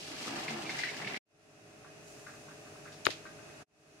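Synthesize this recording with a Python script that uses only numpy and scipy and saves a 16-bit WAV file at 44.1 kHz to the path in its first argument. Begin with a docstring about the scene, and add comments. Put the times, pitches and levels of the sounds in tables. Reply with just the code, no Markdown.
"""Water splashes and gurgles as rinsed rice pours from a pot into a steel strainer over a bowl.
Impacts of drops, grains and wet clumps excite the steel; trapped air resonates as bubbles.
Later the last water drips into the bowl, and a hand rubs and knocks beside the left microphone.
A fan hums in the small kitchen. Twice the sound drops out and swells back."""
import sys
import numpy as np
from scipy import signal
from scipy.fft import rfft, irfft
from scipy.io import wavfile

SR = 44100
rng = np.random.default_rng(int(sys.argv[2]) if len(sys.argv) > 2 else 0)


def digitize_waveform(pressure):
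    """Quantize a signal to 16-bit integers and store it at the path in sys.argv[1].

    Rows of a 2-D input are taken as channels; values are limited to [-1, 1].
    """
    field = np.atleast_2d(pressure).T
    bounded = np.clip(field, -1, 1)
    quanta = np.round(bounded * 32767).astype(np.int16)
    wavfile.write(sys.argv[1], SR, quanta)


N = 176400
T = np.arange(N) / SR

# Levels in the tables are relative: each source adds its own gain.
# strength of the stream: time_s, splash_db, gurgle_db, spray_db
POUR_LEVELS = [(0.0, -68, -43, -46.5), (0.044, -60, -61, -50), (0.122, -55, -52, -48),
               (0.164, -57.5, -56, -48), (0.276, -48.5, -49.5, -46), (0.588, -48, -50.5, -48.5),
               (0.852, -54, -47.5, -46), (0.882, -56, -61, -52), (1.04, -51, -41.5, -50.5),
               (1.16, -51, -49, -52)]
# rice sliding into the strainer: time_s, level_db
RICE_FLOW = [(0, -61.5), (.2, -50.5), (.45, -46.5), (.6, -50), (.68, -50.5), (.86, -40.5), (.95, -46),
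             (1.08, -48.5), (1.17, -45)]
# spectra of splash, spray and grains: frequency_hz, density_db
SPLASH_SPECTRUM = [(90, -29), (150, -4.5), (350, 4.5), (510, 0), (750, 5.5), (1000, 0), (1300, 0.5),
                   (2700, -16), (3600, -27), (8000, -36)]
SPRAY_SPECTRUM = [(1500, -20.5), (2800, 1), (3600, -3), (4600, -1), (6500, -7), (8000, -9.5), (9700, -16.5),
                  (11500, -17.5), (13000, -27), (15500, -35)]
RICE_SPECTRUM = [(900, -23), (1400, -9), (1600, 4.5), (2150, 6.5), (2450, 3.5), (2750, 9.5), (3500, -7.5),
                 (6000, -29)]
# wet clumps landing: start_s, level_db, pitch_hz, pan_db, attack_s
CLUMPS = [(.275, -36, 1240, 8, 0.00091), (.374, -36, 1570, 10, 0.0043), (.479, -22.5, 2135, -2, 0.0056),
          (.645, -31, 2360, -1, .01), (.662, -29, 2300, -2, 0.0058), (.693, -21, 2122, 0, 0.0044),
          (.788, -21.5, 2040, 2, 0.0046), (.835, -23, 1914, 3, 0.00036), (.869, -33, 1990, -12, 0.0053),
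          (.887, -26, 2176, -3, 0.0058), (1.016, -33.5, 1940, 2.5, 0.0013), (1.045, -30, 2230, -1, 0.0014),
          (1.07, -24, 2150, 0.5, 0.0032), (1.142, -29.5, 2130, 0, 0.0013),
          (1.162, -30, 2125, -2.5, 0.00061)]
# showers of droplets: start_s, level_db
SHOWERS = [(.269, -40), (.307, -43), (0.506, -37), (.704, -42), (0.786, -38), (.886, -42), (.966, -41.5)]
# single large bubbles: start_s, level_db, pitch_hz, t60_s, glide_hz_per_s
GLUGS = [(0.107, -35, 300, 0.04, 0), (0.256, -42, 228, 0.37, -100), (.272, -37, 288, 0.33, -180),
         (.32, -39, 330, .22, 399), (.405, -40, 328.5, 0.31, 166), (.475, -43, 156.3, 0.41, -150),
         (.49, -37, 234.4, 0.39, -200), (.535, -38.5, 351, .33, -170), (.62, -38, 312, 0.3, 229.5)]
# drips into the bowl: start_s, level_db, pitch_hz, pan_db, attack_s
DRIPS = [(1.845, -43, 1315, 1, 0.0012), (1.862, -48, 1520, -7, 0.0027), (2.265, -38, 1464, 5, 0.0016),
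         (2.281, -45, 1300, 2, .002), (2.288, -46, 1780, -7, .001), (2.333, -44, 1530, -1, .004),
         (2.481, -42, 1310, 1, .004), (2.508, -45.5, 1400, 4, .004), (2.661, -45.5, 1260, 6, 0.0044),
         (2.752, -46.5, 1256, 7, .004), (2.854, -42.5, 1345, 4, 0.00071),
         (2.875, -41.5, 1720, -2.5, 0.0018), (3.253, -40.5, 1340, 1, 0.00048),
         (3.263, -42.5, 1776, -6, 0.00087), (3.385, -50, 1420, 6, 0.0034), (3.488, -44, 1880, 2.5, .004),
         (3.605, -47.5, 1336, 2.5, 0.0028)]
# hiss of the draining rice: time_s, level_db
DRAIN_LEVELS = [(1.3, -98), (2.04, -67), (2.08, -57), (2.3, -60.5), (2.55, -65), (2.95, -66), (3.3, -69.5),
                (4, -67)]
# spectrum of that hiss: frequency_hz, density_db
DRAIN_SPECTRUM = [(2500, -15.5), (4500, -4), (6500, 2), (8500, -4), (11000, -9.5), (13000, -16.5)]
# modes of strainer, bowl and microphone casing: frequency_hz, gain_db, t60_s
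STEEL_MODES = [(1510, -12.5, 0.45), (1780, 5, 0.12), (1960, -14, 0.18), (2020, -12.5, 0.5),
               (2090, -1, 0.21), (2353, 4.5, 0.26), (2600, -18.5, 0.4), (2710, -5.5, 0.59),
               (3380, -8, 0.87), (3950, -8, .35), (4310, -3, 0.22), (5380, 0.5, .35), (6230, 2, 0.42)]
BOWL_MODES = [(1225, -1.5, 0.33), (1446, -7, .1), (1575, -4, 0.13), (1670, -1, 0.16), (1902, -1.5, .08),
              (2080, -4, 0.11), (2450, -6, 0.12)]
CASING_MODES = [(160, -49, .03), (377, -32.5, 0.016), (1220, -28, 0.005), (5070, -12, 0.0065)]
# strokes of the hand: start_s, level_db, centre_hz, width_octaves, attack_s, decay_s, pan_db
RUBS = [(2.915, -55, 4270, 1, 0.012, 0.034, 3), (3.0492, -37, 6450, 0.3, 0.00092, 0.01, 5.5),
        (3.053, -29, 3400, 0.88, 0.0008, 0.004, 0), (3.054, -35.5, 1750, 1.3, 0.002, 0.018, 2),
        (3.0575, -36.5, 8780, 0.79, 0.0048, 0.0012, 4.5), (3.066, -47, 2590, 1.2, 0.0027, 0.023, 3),
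        (3.102, -37, 2900, 1.64, 0.0021, 0.02, -3)]
# blows on the casing: start_s, snap_db, thump_db, first_pitch_hz, decay_s
KNOCKS = [(3.0677, -14, -6, 1717, 0.00097), (3.0705, -52.5, -20, 657, 0.003),
          (3.0886, -65, -27.5, 746, 0.0036)]
# rush of the fan: frequency_hz, density_db
FAN_SPECTRUM = [(25, -26), (50, -10), (72, -14), (100, -9), (150, -1), (195, -11), (300, -2), (365, -6.5),
                (425, -1), (510, -9), (630, -8), (740, -6.5), (950, -14.5), (1250, -11.5), (1850, -11.5),
                (2250, -13.5), (2600, -11.5), (2780, -11), (3050, -18.5), (4200, -19), (6300, -17),
                (8000, -23.5), (11000, -26), (13000, -42), (15500, -37.5)]
# wavering fan tones: pitch_hz, level_db, waver_rad
FAN_TONES = [(106, -68.5, 1.8), (153.5, -66, 1.5), (217.7, -71, 1.3), (317, -67, 1.8), (415.2, -63.5, 1.63),
             (2543, -69.5, 0.88)]
# steady motor harmonics: pitch_hz, level_db
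MOTOR_HARMONICS = [(586.3, -65), (635.2, -63.5), (684, -75.5), (732.9, -70.5), (781.7, -75.5)]
# likeness of left and right: frequency_hz, correlation
STEREO_CORRELATION = [(50, 1), (125, 1), (250, 1), (500, 0.05), (1000, 0.42), (2000, -0.34), (4000, -0.1),
                      (12000, 0.018)]
# gaps in the sound: stop_s, return_s, fade_s
DROPOUTS = [(1.176, 1.25, .0026), (3.627, 3.66, .0055)]


def pour():
    """Forced vibration: falling water and rice drive the steel's modes, while bubbles sound below."""
    falling = stream() + splats(CLUMPS, bubble_db=-3, bubble_s=0.006, rise_per_s=2,
                                splash_s=0.0071, octaves=0.8, crack_db=-19.5) + spatter()
    steel = from_db(-54.5) * ring(falling, STEEL_MODES)
    water = gurgle() + glugs()
    sound = kitchen(falling + steel, wet_db=-12) + water
    return sound * panned(0.4) * (T < DROPOUTS[0][1])  # the pour ends within the first gap


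def stream():
    """Superposition: thousands of tiny impacts a second merge into flickering noise."""
    splash = coloured(impacts(per_s=2500, spread_db=3), SPLASH_SPECTRUM)
    splash = splash * level(POUR_LEVELS, column=1) * from_db(3 + 1.36 * drift(25))
    spray = coloured(impacts(per_s=6000, spread_db=1), SPRAY_SPECTRUM)
    spray = spray * level(POUR_LEVELS, column=3) * from_db(0.5 + 1.8 * drift(21))
    rice = coloured(impacts(per_s=1200, spread_db=5.5), RICE_SPECTRUM)
    rice = rice * level(RICE_FLOW) * from_db(-1.5 + drift(30))
    return splash + spray + rice


def splats(landings, bubble_db, bubble_s, rise_per_s, splash_s, octaves, crack_db):
    """Air entrainment: each landing splashes, cracks and traps a bubble whose pitch rises."""
    out, t = np.zeros((2, N)), T[:SR // 6]
    for start_s, db, hz, pan_db, attack_s in landings:
        noise = rng.standard_normal((4, len(t)))
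        splash = band(noise[0] + noise[1:3], hz, octaves)
        splash = rms_one(band(splash, hz, octaves)) * np.exp(-t / splash_s)
        phase = 2 * np.pi * hz * t * (1 + rise_per_s * t / 2)
        bubble = from_db(bubble_db) * np.sin(phase) * np.exp(-t / bubble_s)
        crack = from_db(crack_db) * rms_one(band(noise[-2:], 4050, 0.65)) * np.exp(-t / 0.033)
        onset = 1 - np.exp(-t / attack_s)
        add(out, start_s, from_db(db) * panned(pan_db) * (.5 * splash + bubble + crack) * onset)
    return out


def gurgle():
    """Bubble resonance: large bubbles ring low under the stream, small ones high among the rice."""
    large = bubbles(per_s=180, low_hz=125.6, high_hz=448, t60_cycles=27, spread_db=20.5, wet_db=-31.5)
    small = bubbles(per_s=170, low_hz=1576, high_hz=2824, t60_cycles=80, spread_db=17.5, wet_db=-17)
    return large * level(POUR_LEVELS, column=2) * from_db(-6.5) + small * level(RICE_FLOW) * from_db(-5.5)


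def bubbles(per_s, low_hz, high_hz, t60_cycles, spread_db, wet_db):
    """Damped oscillators: bubbles of random size ring and rise slightly in pitch as they die."""
    out, t = np.zeros((2, N)), T[:SR // 5]
    count = int(per_s * DROPOUTS[0][0])
    for slot, (delay, pitch, strength, place) in enumerate(rng.random((400, 4))[:count]):
        hz = low_hz * (high_hz / low_hz) ** pitch
        age = t * hz / t60_cycles
        phase = 2 * np.pi * hz * t * (1 + 0.045 * age)
        envelope = np.exp(-np.log(1000) * age) * (1 - np.exp(-t * hz))
        bubble = from_db(spread_db * strength) * envelope * np.sin(phase)
        add(out, (slot + delay) / per_s, bubble * panned(8 * (place - .5)))
    out = kitchen(out, wet_db)
    return out / np.std(out[:, :SR])


def glugs():
    """Volume pulsation: air swallowed by the stream rings as large bubbles that swell and glide."""
    out, t = np.zeros((2, N)), T[:SR // 2]
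    for start_s, db, hz, t60_s, glide in GLUGS:
        envelope = np.exp(-np.log(1000) * t / t60_s) * (1 - np.exp(-t / (0.13 * t60_s)))
        phase = 2 * np.pi * t * (hz + glide * t / 2)
        add(out, start_s, from_db(db + 5) * envelope * np.sin(phase))
    return kitchen(out, wet_db=-21)


def spatter(decay_s=.009):
    """Impact noise: flung droplets strike the steel in short, bright showers."""
    envelope, t = np.zeros(N), T[:SR // 8]
    for start_s, db in SHOWERS:
        add(envelope, start_s, from_db(db - 2) * np.exp(-t / decay_s))
    return envelope * rms_one(band(impacts(per_s=4000, spread_db=4.5), hz=4530, octaves=1.1))


def draining():
    """Modal resonance: drips set the bowl ringing while the heap of rice hisses faintly."""
    drips = splats(DRIPS, bubble_db=-6, bubble_s=0.0052, rise_per_s=9,
                   splash_s=0.011, octaves=1, crack_db=-25)
    bowl = from_db(-43.5) * ring(drips, BOWL_MODES)
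    hiss = coloured(impacts(per_s=9000, spread_db=3.5), DRAIN_SPECTRUM) * level(DRAIN_LEVELS)
    return kitchen(drips + bowl, wet_db=-10.5) + hiss


def rubs():
    """Friction: each stroke of the hand gives a brief band of noise."""
    out, t = np.zeros((2, N)), T[:SR // 4]
    for start_s, db, hz, octaves, attack_s, decay_s, pan_db in RUBS:
        envelope = np.minimum(t / attack_s, 1) * np.exp(-np.maximum(t - attack_s, 0) / decay_s)
        friction = rms_one(band(rng.standard_normal((2, len(t))), hz, octaves))
        add(out, start_s, from_db(db) * panned(pan_db) * envelope * friction)
    return kitchen(out, wet_db=-9.5)


def knocks(snap_s=0.00008, final_hz=263, fall_s=0.0037):
    """Impulse excitation: a snap and a thump of falling pitch ring the left microphone's casing."""
    blows, t = np.zeros(N), T[:SR // 4]
    for start_s, snap_db, thump_db, first_hz, decay_s in KNOCKS:
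        age = (T - start_s) / snap_s
        blows += from_db(snap_db) * age * np.exp((1 - age * age) / 2)
        hz = final_hz + (first_hz - final_hz) * np.exp(-t / fall_s)
        thump = np.sin(2 * np.pi * np.cumsum(hz) / SR) * np.exp(-t / decay_s)
        add(blows, start_s, from_db(thump_db) * thump)
    high_pass = signal.butter(3, 100, "high", fs=SR, output="sos")
    return signal.sosfilt(high_pass, blows + ring(blows, CASING_MODES)) * from_db([[0], [-23]])


def fan():
    """Broadband and tonal noise: a steady rush, phase-modulated tones and the motor's harmonics."""
    rush = from_db(-53) * coloured(rng.standard_normal((2, N)), FAN_SPECTRUM)
    hum = np.zeros((2, N))
    for hz, db, waver_rad in FAN_TONES:
        phase = 2 * np.pi * hz * T + waver_rad * drift(4.1)
        amplitude = np.sqrt(2) * from_db(db + 2 * drift(25))
        hum += amplitude * np.sin([phase + 0.28 * drift(1.8), phase + 0.54 * drift(1.6)])
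    motor = sum(np.sqrt(2) * from_db(db) * np.sin(2 * np.pi * hz * T) for hz, db in MOTOR_HARMONICS)
    return rush + hum + motor


def kitchen(x, wet_db, t60_s=0.33, dull_hz=5600):
    """Reverberation: a diffuse, slightly dull tail, different at each ear."""
    t = T[:SR // 2]
    tail = rng.standard_normal((2, len(t))) * from_db(-60 * t / t60_s) * (t > .003)
    tail = signal.lfilter([1], [1, -np.exp(-2 * np.pi * dull_hz / SR)], tail)
    tail /= np.sqrt(np.sum(tail ** 2, axis=1, keepdims=True))
    return x + from_db(wet_db) * signal.fftconvolve(x, tail, axes=1)[:, :N]


def ring(x, modes):
    """Modal summation: each mode responds as a damped resonator."""
    out = 0
    for hz, db, t60_s in modes:
        radius, angle = np.exp(-np.log(1000) / (t60_s * SR)), 2 * np.pi * hz / SR
        feedback = [1, -2 * radius * np.cos(angle), radius * radius]
        out = out + from_db(db) * signal.lfilter([0, np.sin(angle)], feedback, x + 1e-18)
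    return out


def impacts(per_s, spread_db):
    """Shot noise: two independent streams of impulses of uneven size."""
    sizes = from_db(spread_db * np.minimum(rng.exponential(1, (2, N)), 4))
    return sizes * rng.choice([-1, 1], (2, N)) * (rng.random((2, N)) < per_s / SR)


def coloured(pair, spectrum):
    """Spectral shaping: two independent signals become mid and side of a stereo sound; rms 1."""
    hz = np.fft.rfftfreq(N, 1 / SR)
    mid, side = rfft(pair) * from_db(at_hz(spectrum, hz))
    alike = np.clip(at_hz(STEREO_CORRELATION, hz), -1, 1)
    return rms_one(irfft(np.sqrt(1 + alike) * mid + np.sqrt(1 - alike) * side * [[1], [-1]], N))


def drift(rate_hz):
    """Random modulation: low-passed noise of rms 1."""
    hz = np.fft.rfftfreq(N, 1 / SR)
    return rms_one(irfft(rfft(rng.standard_normal(N)) / (1 + (hz / rate_hz) ** 2), N))


def band(x, hz, octaves):
    """Band-pass filtering about a centre frequency."""
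    edges = np.clip([hz * 2 ** (-octaves / 2), hz * 2 ** (octaves / 2)], 10, .48 * SR)
    return signal.sosfilt(signal.butter(2, edges, "band", fs=SR, output="sos"), x)


def level(rows, column=1):
    """Gain envelope, interpolated in decibels."""
    rows = np.array(rows)
    return from_db(np.interp(T, rows[:, 0], rows[:, column]))


def at_hz(points, hz):
    """Interpolation on a log-frequency axis."""
    points = np.array(points)
    return np.interp(np.log(hz + 1), np.log(points[:, 0]), points[:, 1])


def panned(pan_db):
    """Level difference between the ears; positive is left."""
    return from_db([[pan_db / 2], [-pan_db / 2]])


def from_db(db):
    """Decibels to amplitude ratio."""
    return 10 ** (np.asarray(db) / 20)


def rms_one(x):
    """Normalisation to unit power."""
    return x / np.sqrt(np.mean(x ** 2) + 1e-20)


def add(out, start_s, sound):
    """Superposition of a short sound at its start time."""
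    i = int(start_s * SR)
    out[..., i:i + sound.shape[-1]] += sound[..., :N - i]


def scene():
    """Superposition of all sources at the sink."""
    return pour() + draining() + rubs() + knocks() + fan()


def record(dry, swell_s=0.43, cutoff_hz=15600):
    """Amplitude modulation: the sound drops out twice and swells back; a low-pass cuts the top."""
    for stop_s, return_s, fade_s in DROPOUTS:
        fade = np.exp(-np.maximum(T - stop_s, 0) / fade_s)
        swell = (1 - np.exp(-np.maximum(T - return_s, 0) / swell_s)) ** 1.24
        dry = dry * (fade + swell)
    return signal.sosfilt(signal.ellip(10, .1, 80, cutoff_hz, fs=SR, output="sos"), dry)


dry = scene()
out = record(dry)
digitize_waveform(out)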